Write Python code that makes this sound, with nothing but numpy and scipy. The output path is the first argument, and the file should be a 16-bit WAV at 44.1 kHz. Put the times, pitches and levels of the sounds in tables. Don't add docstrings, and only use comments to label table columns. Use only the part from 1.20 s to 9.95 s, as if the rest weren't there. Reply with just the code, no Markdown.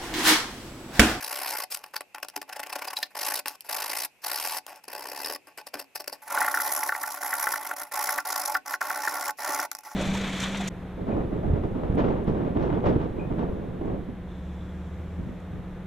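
import sys
import numpy as np
from scipy import signal
from scipy.fft import rfft, irfft
from scipy.io import wavfile
from scipy.ndimage import uniform_filter1d, minimum_filter1d, map_coordinates

SR = 44100
rng = np.random.default_rng(int(sys.argv[2]) if len(sys.argv) > 2 else 0)


def master(y):
    cut = np.clip(np.atleast_2d(y).T, -1, 1)
    pcm = np.round(cut * 32767)
    wavfile.write(sys.argv[1], SR, pcm.astype(np.int16))


N = 385875

# start in seconds, grip name.
GRIPS = [(0, "upright"), (.6, "loose"), (1.9, "upright"), (2.22, "loose"), (2.43, "upright"),
         (3.42, "loose"), (3.62, "tipped"), (5, "edgewise"), (6.7, "flat")]
STROKES = [(.002, .447, 52.5, 67.5, 53.4, -37.5, -37.5, 1, 2),
           (1.278, 1.75, 27.55, 31.66, 36.6, -44, -37.5, 2, 1.5),
           (1.9615, 2.205, 44, 55.9, 53, -34.5, -35, 4.5, 4.5),
           (2.4866, 2.862, 57.3, 53.36, 67.3, -36, -36, 0.5, -2),
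           (3.035, 3.393, 43.2, 79, 77.7, -36, -37.5, 0, -1.5),
           (3.6767, 3.96, 57.4, 66.7, 58.4, -43, -42, 1.5, 1),
           (3.956, 4.168, 68.4, 75.8, 81.5, -37.5, -38, 3, -0.5),
           (5.072, 5.31, 44.3, 50.3, 57, -34.5, -26.5, 10, 5.5),
           (5.309, 5.70, 65.2, 69.8, 71, -33.5, -32, 2, -1),
           (5.7355, 5.98, 49.4, 65.9, 76.5, -40, -36, 4, 2),
           (6.008, 6.385, 61, 66.9, 51.5, -34.5, -32, 3.5, 2),
           (6.389, 6.54, 61.3, 50, 39.8, -43, -36, 1.5, 4),
           (6.559, 6.65, 52.6, 61, 45, -38.5, -36.5, 7, -3),
           (6.7133, 7.014, 49, 61.9, 41.3, -34, -32, 5.5, 0.5),
           (7.05, 7.378, 61.1, 51.65, 39.6, -35, -33.5, 3.5, -2),
           (7.453, 7.56, 50, 69.2, 89, -40.5, -36, 4, 7),
           (7.607, 8.11, 71.3, 66.24, 76.4, -39, -34, -1, 1.5),
           (8.186, 8.46, 73.3, 70.4, 86, -36.5, -31, 4.5, 2)]
# start and length in seconds, rasp and plate in relative dB.
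SLIDES = [(.503, 0.047, -44, -51), (.56, 0.16, -61.5, -53.5), (.95, 0.043, -66, -45),
          (1.135, 0.022, -69, -53), (1.81, 0.062, -52, -48), (1.905, 0.035, -64, -57),
          (2.26, 0.1, -45, -44), (2.445, .045, -49, -48), (3.02, .02, -51.5, -56),
          (3.478, .12, -53.5, -44.5), (4.275, 0.053, -62, -51.5), (4.38, 0.039, -47, -39),
          (4.535, 0.081, -50, -42), (4.95, 0.065, -66, -57), (5.02, 0.07, -53.5, -46.5),
          (5.70, 0.069, -43, -40), (5.975, 0.037, -47, -39), (6.65, 0.049, -53, -44.5),
          (7.014, 0.032, -57, -43), (8.172, .02, -52, -63), (8.635, 0.19, -49.5, -44.5)]
# centre and nominal length in seconds, rasp and plate in relative dB.
SCUFFS = [(.523, 0.011, -33.5, -42), (.547, 0.0065, -31.5, -45), (.573, 0.0018, -36, -59),
          (.641, 0.003, -37, -35.5), (.742, 0.0083, -44.5, -36), (.764, 0.0064, -32.5, -30.5),
          (.809, 0.0031, -37.5, -31.5), (.948, 0.0029, -37, -29), (.984, 0.0028, -47, -37),
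          (1.031, 0.0044, -31.5, -26), (1.086, 0.0018, -31, -33), (1.164, 0.0045, -30.5, -25.5),
          (1.218, 0.0034, -33.5, -28), (1.772, 0.015, -38.5, -42.5), (1.789, .0033, -34, -35),
          (1.83, 0.0033, -30.5, -28), (1.954, 0.0054, -39, -32), (2.259, 0.0013, -26.5, -21.5),
          (2.283, .0017, -27, -33), (2.408, 0.00096, -34.5, -52), (3.466, .0012, -34.5, -42),
          (3.56, 0.0028, -48, -51), (3.641, 0.004, -42, -43.5), (4.272, 0.0033, -47, -45),
          (4.377, 0.003, -39, -34), (4.472, 0.0077, -36.5, -39.5), (4.543, 0.0037, -33, -30.5),
          (4.598, .008, -34, -36), (4.625, .002, -41, -40), (4.76, 0.0087, -30.5, -33),
          (4.804, 0.0083, -35, -36.5), (4.844, 0.0028, -42, -40.5), (4.879, .0037, -26.5, -27.5),
          (4.931, 0.01, -38, -40), (8.516, .0015, -28.5, -34), (8.551, 0.00085, -28, -32.5),
          (8.588, 0.0029, -39.5, -39.5)]
# start in seconds, peak in relative dB, final pitch in Hz.
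SQUEAKS = [(.762, -27, 4420), (1.681, -24, 4730), (1.768, -16.5, 3860), (1.828, -13.5, 1750),
           (1.833, -27.5, 4100), (4.045, -22.5, 4970), (4.097, -34, 5030), (4.147, -28, 4900),
           (7.346, -24, 4850)]
FLEXES = [(1.165, -36.5, 290), (4.546, -36, 287), (8.288, -32.5, 293), (8.39, -38, 287)]
# start in seconds, peak in relative dB.
KNOCKS = [(5.1741, -16), (5.2149, -14), (5.245, -19), (5.2794, -16), (5.3413, -9), (5.3722, -18),
          (5.3998, -23.5), (5.6289, -20), (5.691, -14.5), (5.7215, -19), (5.7488, -23), (5.8365, -21.5),
          (6.027, -27), (6.129, -18), (6.2692, -11.5), (6.337, -19.5), (6.3574, -24), (6.5116, -19.5),
          (6.8893, -18.5), (6.9845, -15), (7.35, -8), (7.5383, -18), (7.6143, -19), (7.7036, -21),
          (7.874, -12), (8.0923, -22), (8.3928, -19.5), (8.516, -32.5)]

# frequency in Hz, width in Hz, strength in relative dB.
PLATE_MODES = [(293, 11.7, 4.5), (379, 16, 2), (597.5, 9.3, 1), (750, 10.2, 17), (854.3, 20.8, 19),
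               (930, 6.1, 5), (1088.4, 18, 4.5), (1139.5, 34, 7.5), (1394, 67, 12), (1501, 11.7, 8.5),
               (1823, 112, 6.5), (1994, 71, 3.5)]
# frequency in Hz, level in relative dB.
FRONT_PLATE_DB = [(30, -24.5), (200, -30), (280, -10), (430, -8), (560, 0), (800, -3), (1050, 2.5),
                  (1330, -8.5), (1550, -1), (2000, -6), (2650, -2.5), (3200, -12.5), (4200, -53.5)]
TIPPED_PLATE_DB = [(30, -24), (200, -23), (270, -5.5), (430, -2.5), (560, 3), (800, -6), (1050, 1.5),
                   (1330, -13.5), (1550, -2.5), (2200, -9.5), (2650, -2.5), (3200, -12.5), (4200, -38)]
BACK_PLATE_DB = [(30, -32), (210, -29), (290, -14.5), (400, -15.5), (480, -17), (580, -3), (680, -9.5),
                 (1080, -1), (1240, -8.5), (1400, -7.5), (1950, -10), (2350, -12), (2800, -18.5),
                 (4000, -20.5)]
KNOCK_PLATE_DB = [(100, -28), (500, -10), (1000, 0.5), (1450, -0.5), (2100, -6.5), (2700, -15),
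                  (4000, -21.5), (12000, -29), (16000, -11)]
# frequency in Hz, level in relative dB.
UPRIGHT_RASP_DB = [(1500, -10.5), (2800, -3.5), (3400, -8.5), (4200, -2.5), (5100, 2), (5700, -2),
                   (6400, -7.5), (8500, -6.5), (10500, -1.5), (12200, 3), (13300, -5), (14500, -1),
                   (15800, -17)]
LOOSE_RASP_DB = [(300, -57), (1500, -30), (2800, -2.5), (3500, -9), (4300, -6), (5200, 0.5), (6200, -9),
                 (8000, -9.5), (10000, -6.5), (12200, -3.5), (13500, -6), (15800, -13)]
TIPPED_RASP_DB = [(1500, -41), (2800, -23), (3500, -9), (4100, -3), (4800, 6), (5500, 5.5), (6100, -7),
                  (7500, -7), (9500, -4), (12100, 4.5), (13500, -3.5), (15800, -8.5)]
EDGEWISE_RASP_DB = [(1500, -53), (3000, -19), (4300, -13), (5300, -6.5), (5650, -2), (6100, -7.5),
                    (7200, -8), (8300, -15), (9800, -2.5), (11000, 1), (12300, 1), (13200, -1), (14600, -7),
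                    (15800, -15)]
FLAT_RASP_DB = [(1500, -62), (3000, -13), (4300, -3.5), (5100, 2), (5550, 6), (6100, 1), (7200, -0.5),
                (8300, -9), (9800, 1), (11000, 4), (12500, 5.5), (13300, -1), (14600, 4), (15800, -9.5)]
# frequency in Hz, level in relative dB.
STEEL_DB = [(100, -60), (900, -24), (1800, 0.5), (5000, 11.5), (8000, -12), (16000, -24)]
# frequency in Hz, lead in radians.
FRONT_LEAD_RAD = [(3000, 0), (5700, .65), (8000, .4), (11000, 1.4), (12200, 1.8), (16000, 1.2)]
BACK_LEAD_RAD = [(3000, 0), (4500, -.1), (6500, -.55), (9600, -1.0), (12100, -1.8), (14000, -2.2),
                 (16000, -1.6)]
# frequency in Hz, level in relative dB.
AIR_DB = [(15, -32), (25, -25), (108, -16), (145, -13.5), (190, -10), (309, -13), (476, -9), (641, -11),
          (796, -6.5), (1190, -17), (2220, -12.5), (2410, -13.5), (3520, -23), (14400, -26), (16000, -67)]
# frequency in Hz, time to fall 60 dB in seconds.
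ROOM_T60_S = [(200, 0.48), (1000, 0.087), (4000, .14), (14000, 0.072)]


def amp(db):
    return 10 ** (np.asarray(db) / 20)


def unit_rms(x):
    return x / np.sqrt(np.mean(np.abs(x) ** 2) + 1e-20)


def along(points, hz):
    knots_hz, values = np.transpose(points)
    return np.interp(np.log(hz + 1), np.log(knots_hz), values)


def wobble(rate_hz):
    knots = rng.standard_normal(int(N * rate_hz / SR) + 4)
    return map_coordinates(knots, [np.arange(N) * rate_hz / SR])


def filtered(x, response, taps=16384):
    lead = taps // 16
    impulse = np.roll(irfft(response(np.fft.rfftfreq(taps, 1 / SR))), lead, axis=-1)
    out = signal.oaconvolve(np.atleast_2d(x), np.atleast_2d(impulse), axes=1)
    return out[:, lead:lead + x.shape[-1]].squeeze()


def equalised(x, curve_db):
    return filtered(x, lambda hz: amp(along(curve_db, hz)))


def body(spectrum_db, modes=()):
    def response(hz):
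        cepstrum = irfft(np.log(amp(along(spectrum_db, hz))))
        cepstrum[len(cepstrum) // 2:] = 0
        ring = 1 + sum(amp(db) * 1j * hz * width_hz / (mode_hz ** 2 - hz ** 2 + 1j * hz * width_hz)
                       for mode_hz, width_hz, db in modes)
        return unit_rms(np.exp(2 * rfft(cepstrum)) * ring)
    return response


def held(rows, grip):
    grip_at = lambda time_s: [name for start_s, name in GRIPS if start_s <= time_s][-1]
    return [row for row in rows if grip_at(row[0]) == grip]


def contact(start_s, end_s, fade_s=0.0055):
    span = np.arange(max(round((start_s - fade_s / 2) * SR), 0), min(round((end_s + fade_s / 2) * SR), N))
    t = span / SR
    gate = np.clip(np.minimum(t - start_s, end_s - t) / fade_s + .5, 0, 1)
    return span, (t - start_s) / (end_s - start_s), gate


def room_tone(level_db=-64.5):
    mid, side = filtered(rng.standard_normal((2, N)), body(AIR_DB, modes=[(2590, 220, 8)]))
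    side = equalised(side, [(40, 0), (120, 1), (400, -14), (3000, -2.5)])
    return amp(level_db) * (mid + np.array([side, -side]))


def chatter(grip, bite_s, scatter_db, drag_db, plate_drag_db, jitter_s=0.00082, push_db=2.5):
    force = np.zeros((2, N))
    for start_s, end_s, first_hz, mid_hz, last_hz, *levels_db in held(STROKES, grip):
        rasp_db, plate_db, arch_db, rise_db = levels_db
        span, progress, gate = contact(start_s, end_s)
        off_centre = 2 * progress - 1
        slope_hz, bend_hz = (last_hz - first_hz) / 2, (first_hz + last_hz) / 2 - mid_hz
        rate_hz = np.abs(mid_hz + slope_hz * off_centre + bend_hz * off_centre ** 2)
        pressure = gate * amp(rise_db * off_centre / 2 - arch_db * off_centre ** 2)
        cycles = np.cumsum(rate_hz * (progress > 0)) / SR
        per_bite = np.clip(rng.standard_normal((64, 4)), -1.6, 1.6)
        shift, width, size, push = per_bite[cycles.astype(int)].T
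        from_bite_s = (cycles % 1 - .5) / rate_hz + jitter_s * shift
        half_width_s = bite_s * np.exp(0.12 * width)
        bites = np.exp(-np.abs(from_bite_s / half_width_s) ** 3.05) * amp(scatter_db * size)
        edge_force = unit_rms(bites + amp(drag_db))
        plate_force = unit_rms(bites * amp(push_db * push) + amp(plate_drag_db))
        force[0, span] += pressure * amp(rasp_db) * edge_force
        force[1, span] += pressure * amp(plate_db) * plate_force
    return force


def shifting_noise(depth_db, patch_bins):
    spectra = signal.stft(rng.standard_normal(N), nperseg=512)[2]
    patches = uniform_filter1d(rng.standard_normal(spectra.shape), size=patch_bins, axis=0)
    patches = unit_rms(uniform_filter1d(patches, size=4, axis=1))
    return unit_rms(signal.istft(spectra * amp(depth_db * patches), nperseg=512)[1][:N])


def fractures(grit_db=3.5):
    grit = unit_rms(amp(grit_db * wobble(rate_hz=2200)))
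    facets = .5 * rng.standard_normal((2, N))
    edge = unit_rms(shifting_noise(depth_db=2.8, patch_bins=20) + facets)
    plate = shifting_noise(depth_db=2.5, patch_bins=4)
    return grit * edge, grit * plate


def held_plate(spectrum_db, ring_db, min_width_hz=22):
    modes = [(hz, max(width_hz, min_width_hz), db + ring_db) for hz, width_hz, db in PLATE_MODES]
    return body(spectrum_db, modes)


def friction(force, grit, rasp, plate, lead_rad, rasp_db, plate_db, pan_db, ring_db):
    highpass = lambda hz: (1j * hz / (1j * hz + 700)) ** 2
    hiss = filtered(force[0] * grit[0], lambda hz: body(rasp)(hz) * highpass(hz))
    ring = filtered(force[1] * grit[1], held_plate(plate, ring_db))
    sides = np.array([[.5], [-.5]])
    phase_shift = lambda hz: np.exp(1j * sides * along(lead_rad, hz))
    return amp(pan_db * sides) * filtered(amp(rasp_db) * hiss + amp(plate_db) * ring, phase_shift)


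def slides(grip, uneven_db=3, fade_db=9):
    force = np.zeros((2, N))
    for start_s, length_s, *levels_db in held(SLIDES, grip):
        span, progress, gate = contact(start_s, start_s + length_s)
        force[:, span] += amp(levels_db)[:, None] * gate * amp(-fade_db * progress)
    return force * amp(uneven_db * wobble(rate_hz=110))


def scuffs(grip, skip_s=0.0158, skip_db=-12.5, tail_s=0.0069, tail_db=-15):
    force = np.zeros((2, N))
    for centre_s, length_s, *levels_db in held(SCUFFS, grip):
        span = np.arange(round((centre_s - .03) * SR), round((centre_s + .06) * SR))
        t = span / SR - centre_s
        bite = lambda at_s: np.exp(-((t - at_s) / (0.68 * length_s)) ** 2)
        skip = amp(skip_db) * bite(skip_s * np.exp(0.28 * rng.standard_normal()))
        tail = (t > 0) * amp(tail_db) * np.exp(-np.abs(t) / tail_s)
        force[:, span] += amp(levels_db)[:, None] * np.maximum(bite(0) + skip, tail)
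    return force


def shudders(rows, colour, rise_s, glide, noise, gain_db, detune=0):
    out, t = np.zeros(N + SR), np.arange(SR // 6) / SR
    for start_s, peak_db, final_hz in rows:
        sag = 1 + glide * np.exp(-t / (2 * rise_s))
        pitch_hz = final_hz * np.exp(detune * rng.standard_normal()) * sag
        vibration = np.sin(2 * np.pi * np.cumsum(pitch_hz) / SR) + noise * rng.standard_normal(len(t))
        hit = filtered(vibration * t * np.exp(-t / rise_s), colour)
        out[round(start_s * SR):][:len(t)] += amp(peak_db + gain_db) * hit / np.abs(hit).max()
    return out[:N]


def squeaks():
    return shudders(SQUEAKS, body(STEEL_DB), rise_s=.0024, glide=0.08, noise=0.96, gain_db=-1.5)


def flexes():
    panel = body([(100, -17), (280, -3), (410, 6), (900, -48)])
    return shudders(FLEXES, panel, rise_s=0.0064, glide=0.05, noise=3.1, gain_db=-1.5)


def knocks(chirp_hz=1220, thud_hz=55):
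    pitched = lambda hz: [(start_s, peak_db, hz) for start_s, peak_db in KNOCKS]
    panel = held_plate(KNOCK_PLATE_DB, ring_db=-5)
    hand = body([(30, 10), (150, 10), (400, -34), (2000, -70)])
    chirp = shudders(pitched(chirp_hz), panel, rise_s=0.0016, glide=0.8, noise=1.43,
                     gain_db=4, detune=0.096)
    thud = shudders(pitched(thud_hz), hand, rise_s=0.0071, glide=0.78, noise=27, gain_db=-52)
    return chirp + thud


def workshop(x, early_db=-17, tail_db=-17, early_s=.0012, build_s=0.0043):
    hz, frame_s, spectra = signal.stft(rng.standard_normal((2, SR // 3)), SR, nperseg=256)
    decay = amp(-60 * frame_s / along(ROOM_T60_S, hz)[:, None])
    tail = signal.istft(spectra * decay, SR, nperseg=256)[1]
    tail = equalised(tail / np.linalg.norm(tail[0]), [(1500, 1.5), (6000, 2.5), (14000, 1.6)])
    t = np.arange(tail.shape[1]) / SR
    early = rng.standard_normal(tail.shape) * t * np.exp(-t / early_s)
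    early = equalised(early / np.linalg.norm(early[0]), [(1000, -9), (3000, 0), (10000, 3)])
    impulse = amp(early_db) * early + amp(tail_db) * tail * np.minimum(t / build_s, 1)
    return x + signal.fftconvolve(x, impulse, axes=1)[:, :N]


def scene():
    force = lambda grip, **bite: scuffs(grip) + slides(grip) + chatter(grip, **bite)
    upright = force("upright", bite_s=0.0048, scatter_db=1.7, drag_db=-18, plate_drag_db=-2.5)
    loose = force("loose", bite_s=0.0055, scatter_db=3.5, drag_db=-19.5, plate_drag_db=-12.5)
    tipped = force("tipped", bite_s=0.0033, scatter_db=1.2, drag_db=-21, plate_drag_db=-6)
    edgewise = force("edgewise", bite_s=0.0047, scatter_db=4, drag_db=-18, plate_drag_db=1.5)
    flat = force("flat", bite_s=0.0041, scatter_db=2.5, drag_db=-16.5, plate_drag_db=4)
    grit = fractures()
    metal = friction(upright, grit, UPRIGHT_RASP_DB, FRONT_PLATE_DB, FRONT_LEAD_RAD,
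                     rasp_db=2.5, plate_db=-0.96, pan_db=1.2, ring_db=-6)
    metal += friction(loose, grit, LOOSE_RASP_DB, FRONT_PLATE_DB, FRONT_LEAD_RAD,
                      rasp_db=2.3, plate_db=-1, pan_db=1.6, ring_db=-5.5)
    metal += friction(tipped, grit, TIPPED_RASP_DB, TIPPED_PLATE_DB, FRONT_LEAD_RAD,
                      rasp_db=0.65, plate_db=-0.7, pan_db=1.9, ring_db=-5)
    metal += friction(edgewise, grit, EDGEWISE_RASP_DB, BACK_PLATE_DB, BACK_LEAD_RAD,
                      rasp_db=2.5, plate_db=-0.8, pan_db=-.9, ring_db=0)
    metal += friction(flat, grit, FLAT_RASP_DB, BACK_PLATE_DB, BACK_LEAD_RAD,
                      rasp_db=2, plate_db=0.64, pan_db=-.9, ring_db=0.5)
    metal += knocks() + flexes() + squeaks()
    return workshop(metal) + room_tone()


def record(dry):
    ceiling, window_samples, cutoff_hz = .25, 180, 15750
    needed = np.minimum(1, ceiling / (np.abs(dry).max(axis=0) + 1e-9))
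    gain = uniform_filter1d(minimum_filter1d(needed, window_samples), window_samples)
    return filtered(dry * gain, lambda hz: 1 / np.sqrt(1 + (hz / cutoff_hz) ** 160))


dry = scene()
out = record(dry)
master(out)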